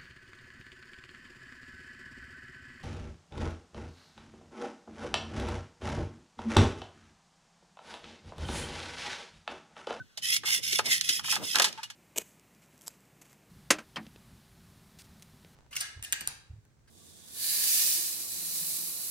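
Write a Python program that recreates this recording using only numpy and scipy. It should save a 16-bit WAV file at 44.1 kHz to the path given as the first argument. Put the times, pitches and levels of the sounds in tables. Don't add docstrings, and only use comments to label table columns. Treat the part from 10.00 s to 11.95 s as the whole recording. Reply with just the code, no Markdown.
import sys
import numpy as np
from scipy import signal
from scipy.fft import rfft, irfft
from scipy.io import wavfile
from scipy.ndimage import map_coordinates

SR = 44100
rng = np.random.default_rng(int(sys.argv[2]) if len(sys.argv) > 2 else 0)


def transcribe(signal):
    frames = np.atleast_2d(signal).T
    limited = np.clip(frames, -1, 1)
    pcm = np.round(limited * 32767).astype(np.int16)
    wavfile.write(sys.argv[1], SR, pcm)


N = 85995
T = np.arange(N) / SR
HZ = np.maximum(np.arange(N + 1) * SR / (2 * N), 1)

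# frequency in Hz, relative strength in dB.
AIR_COLOUR = [(150, 14), (500, -18), (1400, 4), (2300, 2.5), (3300, 3), (6000, -0.5), (15000, -16)]
RUMBLE_COLOUR = [(40, -29), (80, -8), (115, -0.5), (170, -8), (300, -16.5), (2000, -77)]
SOLE_COLOUR = [(80, -42), (180, -3.5), (340, -3.5), (800, -7), (1300, -14.5), (2000, -19), (14000, -30)]
STONE_COLOUR = [(200, -54), (600, -19.5), (820, -5), (1200, -2.5), (1620, -2), (2100, -3), (3200, -6.5),
                (6000, -15), (14000, -35)]
GRIT_COLOUR = [(300, -30), (700, -33.5), (1500, -4.5), (2300, 7), (3300, 3.5), (4300, 9), (6500, 5),
               (9000, 0), (12000, -8), (15500, -19)]
SCRAPE_COLOUR = [(600, -31), (1100, -31.5), (1650, -12), (2100, -2), (2600, -0.5), (3300, -3.5),
                 (4300, -2.5), (5500, 2), (7500, -5.5), (10500, -7.5), (12300, -14), (15500, -16.5)]
# time in seconds, level in dB.
RUMBLE_LEVEL = [(0, -45), (0.12, -87), (0.2, -57.5), (0.88, -50), (1.05, -56.5), (1.44, -48.5),
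                (1.55, -58.5), (1.95, -66)]
SCUFF_LEVEL = [(0.2, -75.5), (0.55, -82), (0.66, -76), (0.77, -62), (0.81, -57), (0.875, -43), (0.98, -75),
               (1.3, -63.5), (1.425, -38.5), (1.52, -72), (1.555, -43.5), (1.62, -43.5), (1.7, -51.5),
               (1.9, -85.5)]
# start and length in seconds, pitch in Hz, level in dB.
SQUEAKS = [(-0.012, 0.041, 1505, -38.5), (0.219, 0.065, 3040, -33), (0.748, 0.026, 3380, -31.5),
           (1.776, 0.032, 893, -38), (1.832, 0.039, 2903, -42.5)]
# start in seconds, level in dB, fade time in seconds, pitch in Hz.
FOOTFALLS = [(0.176, -45, 0.0056, 686), (0.433, -44.5, 0.0075, 387), (0.584, -49, 0.017, 370),
             (0.728, -45, 0.011, 366), (0.7915, -23.5, 0.0024, 596), (1.091, -47, 0.019, 286),
             (1.597, -26, 0.0076, 577), (1.619, -34.5, 0.0081, 500)]
# start in seconds, level in dB, fade time in seconds.
STONE_KNOCKS = [(0.434, -37.5, 0.018), (0.475, -41.5, 0.044), (0.792, -14, 0.0032), (1.194, -23.5, 0.0021),
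                (1.242, -35, 0.009), (1.281, -31, 0.0065), (1.322, -27.5, 0.017), (1.363, -25.5, 0.0068),
                (1.546, -28, 0.0087), (1.556, -20.5, 0.012), (1.585, -20.5, 0.0037), (1.5965, -19.5, 0.015),
                (1.618, -25, 0.0075), (1.643, -27, 0.019), (1.775, -41.5, 0.023), (1.829, -40.5, 0.011),
                (1.9, -42, 0.0067)]
GRIT_CATCHES = [(0.1742, -32.5, 0.011), (0.2235, -38, 0.004), (0.2552, -26, 0.0021), (0.3640, -19.5, 0.004),
                (0.461, -33, 0.0046), (0.4747, -23.5, 0.003), (0.7289, -23, 0.0063), (0.7868, -22, 0.0076),
                (0.8576, -30, 0.011), (0.9122, -25, 0.035), (1.0108, -13.5, 0.0012), (1.0901, -19, 0.012),
                (1.355, -24, 0.0045), (1.5565, -11.5, 0.0014), (1.585, -19, 0.0024), (1.5972, -15, 0.0035),
                (1.6194, -17.5, 0.0089), (1.6422, -20, 0.018), (1.6815, -34, 0.011), (1.727, -35, 0.0035),
                (1.8315, -32.5, 0.013), (1.9007, -38.5, 0.011)]
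# pitch in Hz, boost in dB.
STONE_RINGS = [(863, 7), (1263, 6), (1662, 6.5)]
EDGE_RINGS = [(3020, 7.4), (3270, 6.2), (3580, 3.9)]
# pitch in Hz, width in Hz, boost in dB.
TOOL_RINGS = [(3380, 400, 4), (5170, 170, 8), (9800, 400, 10), (11500, 300, 7), (13500, 900, 6)]
# start and end in seconds, level in dB, time of the push in seconds,
# its change in dB, tuning factor at start and at end, the grip's ring in Hz before tuning, boost in dB.
STROKES = [(0.227, 0.377, -35, 0.34, 9, 0.95, 1.09, 2010, 9.5),
           (0.455, 0.59, -32.5, 0.53, 5, 1.043, 0.97, 2050, 9),
           (0.632, 0.797, -32.5, 0.735, 0.5, 1.088, 1.017, 2100, 7.5),
           (0.85, 0.99, -34, 0.932, 6, 1.09, 0.99, 1924, 14),
           (1.037, 1.199, -35.5, 1.14, 3.5, 1.04, 1.02, 1980, 4.5),
           (1.242, 1.376, -37, 1.325, 9, 0.97, 1.02, 2480, 6),
           (1.432, 1.66, -35, 1.64, -4.5, 1.076, 0.97, 3430, -1)]
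# rough delay in seconds, relative strength.
REFLECTIONS = [(.0036, 0.47), (.0015, 0.52)]
# frequency in Hz, lead of the left one in radians.
LEFT_LEAD = [(120, -2.5), (300, -1.7), (500, 0.65), (1450, -0.22), (2300, -3.5), (2900, -5.5), (3900, -6.5),
             (4150, -11.5), (5000, -9), (5500, -10), (7000, -14)]
# frequency in Hz, shared part of the power from 0 to 1.
SHARED_POWER = [(100, 0.97), (300, 0.71), (600, 0.79), (1200, 1), (1800, 0.21), (2300, 0.98), (2650, 0.67),
                (3400, 0.97), (4000, 0.78), (4500, 0.81), (7500, 0.12), (15000, 1)]
# frequency in Hz, left minus right in dB.
TOOL_PAN = [(3500, -0.65), (4500, 0.5), (5200, -4.5), (8000, -3.5), (10000, -6.5), (13000, -4.5)]

BITE_S, RELEASE_S, PUSH_S = 0.004, 0.011, 0.038
EDGE_WIDTH_HZ = 138


def from_db(db):
    return 10 ** (np.asarray(db) / 20)


def at_hz(points):
    hz, value = np.transpose(points)
    return np.interp(np.log(HZ), np.log(hz), value)


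def in_time(points):
    return np.interp(T, *np.transpose(points))


def drift(rate_hz):
    pole = np.exp(-2 * np.pi * rate_hz / SR)
    slow = signal.lfilter([1], [1, -2 * pole, pole * pole], rng.standard_normal(2 * N))[N:]
    return slow / slow.std()


def grains(per_s, spread_db):
    size = from_db(spread_db * np.minimum(rng.exponential(1, (3, N)), 5))
    clicks = size * rng.choice([-1, 1], (3, N)) * (rng.random((3, N)) < per_s / SR)
    return clicks / clicks.std()


def rings(peaks, width_hz):
    return sum(db / (1 + (2 * (HZ - hz) / width_hz) ** 2) for hz, db in peaks)


def body(colour_db):
    gain = from_db(colour_db)
    cepstrum = irfft(np.log(gain / np.sqrt(np.mean(gain ** 2))))
    cepstrum[1:N] *= 2
    cepstrum[N + 1:] = 0
    return np.exp(rfft(cepstrum))


def heard(drive, colour_db, pan_db=0):
    shared, *own = rfft(drive, 2 * N) * body(colour_db)
    share = np.clip(at_hz(SHARED_POWER), 0, 1)
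    lag = np.exp(-1j * np.array([[0], [1]]) * at_hz(LEFT_LEAD))
    pair = np.sqrt(share) * shared * lag + np.sqrt(1 - share) * np.array(own)
    return irfft(pair * from_db(np.array([[.5], [-.5]]) * pan_db))[:, :N]


def contacts(rows, attack_s, tail_db=-16, tail_s=0.014):
    power = np.zeros(N)
    for start, db, decay_s in rows:
        age = np.maximum(T - start, 0)
        fall = np.exp(-age / decay_s) + from_db(tail_db) * np.exp(-age / tail_s)
        power += (from_db(db) * (1 - np.exp(-age / attack_s)) * fall) ** 2
    return np.sqrt(power)


def blows(rows, per_s, attack_s, strike_db=10.5):
    drive = grains(per_s, spread_db=-1.0) * contacts(rows, attack_s)
    for start, db, _ in rows:
        drive[0, int((start + attack_s) * SR)] += from_db(db + strike_db)
    return drive


def air(hiss_db=-65):
    gusts = rng.standard_normal((3, N)) * from_db(in_time(RUMBLE_LEVEL))
    hiss = rng.standard_normal((3, N)) * from_db(hiss_db)
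    return heard(gusts, at_hz(RUMBLE_COLOUR)) + heard(hiss, at_hz(AIR_COLOUR))


def echo(sound, level_db=-27, die_away_s=0.83):
    tail = rng.standard_normal((2, N)) * from_db(-60 * T / die_away_s) * (T > .012)
    tail = signal.lfilter(*signal.butter(1, 5000, fs=SR), tail)
    tail /= np.sqrt(np.sum(tail[0] ** 2))
    return from_db(level_db) * signal.fftconvolve(sound, tail, axes=1)[:, :N]


def squeaks():
    out = np.zeros(N)
    waver = 1 + 0.01165 * drift(rate_hz=39)
    for start, length, hz, db in SQUEAKS:
        swell = np.sin(np.pi * np.clip((T - start) / length, 0, 1))
        out += from_db(db) * swell * np.sin(2 * np.pi * np.cumsum(hz * waver) / SR)
    return out


def scuffs():
    drag = grains(per_s=1700, spread_db=1.5) * from_db(in_time(SCUFF_LEVEL))
    return heard(drag, at_hz(SOLE_COLOUR))


def footfalls(band_ratio=1.385):
    out = 0
    for *blow, hz in FOOTFALLS:
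        low, high = hz / band_ratio, hz * band_ratio
        band = signal.butter(2, [low, high], "band", fs=SR, output="sos")
        crunch = blows([blow], per_s=1700, attack_s=0.00149) + 1e-18
        out += signal.sosfilt(band, crunch) * np.sqrt(SR / 2 / (high - low))
    return heard(out, np.zeros_like(HZ))


def stones():
    knocks = blows(STONE_KNOCKS, per_s=6600, attack_s=0.001464)
    return heard(knocks, at_hz(STONE_COLOUR) + rings(STONE_RINGS, width_hz=70))


def tool_rings():
    return sum(rings([(hz, db)], width) for hz, width, db in TOOL_RINGS)


def pressed(drive, force_db, neutral_db=-30):
    dull = signal.lfilter(*signal.butter(1, 4500, fs=SR), drive)
    return dull + (drive - dull) * from_db(0.14 * (force_db - neutral_db))


def grit_catches():
    press = contacts(GRIT_CATCHES, attack_s=0.0003)
    cracks = grains(per_s=12000, spread_db=-0.5) * press
    colour_db = at_hz(GRIT_COLOUR) + 0.41 * tool_rings() + 0.99 * rings(EDGE_RINGS, EDGE_WIDTH_HZ)
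    return heard(pressed(cracks, 20 * np.log10(press + 1e-18)), colour_db, at_hz(TOOL_PAN))


def stroke_force():
    total = 1e-6
    for start, end, db, push_at, push_db, *_ in STROKES:
        before = np.exp(np.minimum((start - T) / BITE_S, 50))
        after = np.exp(np.minimum((T - end) / RELEASE_S, 50))
        push = push_db * np.exp(-((T - push_at) / PUSH_S) ** 2)
        total += from_db(db + push) / (1 + before + after)
    return 20 * np.log10(total)


def grip_rings(sand, heard_at_s):
    out = sand
    for start, end, *_, hz, boost_db in STROKES:
        during = (heard_at_s > start - BITE_S) & (heard_at_s < end + RELEASE_S)
        ring = signal.lfilter(*signal.iirpeak(hz, hz / EDGE_WIDTH_HZ, fs=SR), sand * during + 1e-18)
        out = out + (from_db(boost_db) - 1) * ring
    return out


def read_at(streams, positions):
    return np.array([map_coordinates(stream, [positions], order=3) for stream in streams])


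def gliding_edge(sand, tuning):
    positions = np.cumsum(tuning)
    ringing = irfft(rfft(np.tile(sand, 2)) * body(rings(EDGE_RINGS, EDGE_WIDTH_HZ)))
    heard_at_s = np.interp(np.arange(2 * N), positions, T)
    return read_at(grip_rings(ringing, heard_at_s), positions)


def reflections(sound, tuning, sway=0.0557):
    for delay_s, gain in REFLECTIONS:
        earlier_s = T - delay_s * (1 + sway * drift(rate_hz=2.8)) / tuning
        sound = (sound + gain * read_at(sound, earlier_s * SR)) / np.sqrt(1 + gain ** 2)
    return sound


def scraping(boost_db=1, coarse_db=-8, judder_db=1.46):
    force_db = stroke_force()
    tuning = in_time([point for start, end, _, _, _, first, last, *_ in STROKES
                      for point in ((start, first), (end, last))])
    sand = grains(per_s=11000, spread_db=3) + from_db(coarse_db) * grains(per_s=160, spread_db=3)
    scrape = reflections(gliding_edge(sand, tuning), tuning)
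    scrape *= from_db(boost_db + force_db + judder_db * drift(rate_hz=91))
    return heard(pressed(scrape, force_db), at_hz(SCRAPE_COLOUR) + tool_rings(), at_hz(TOOL_PAN))


def scene():
    work = scraping() + grit_catches() + stones() + footfalls() + scuffs() + squeaks()
    return work + echo(work) + air()


def record(dry):
    return signal.sosfilt(signal.ellip(12, .2, 80, 15650, fs=SR, output="sos"), dry)


dry = scene()
out = record(dry)
transcribe(out)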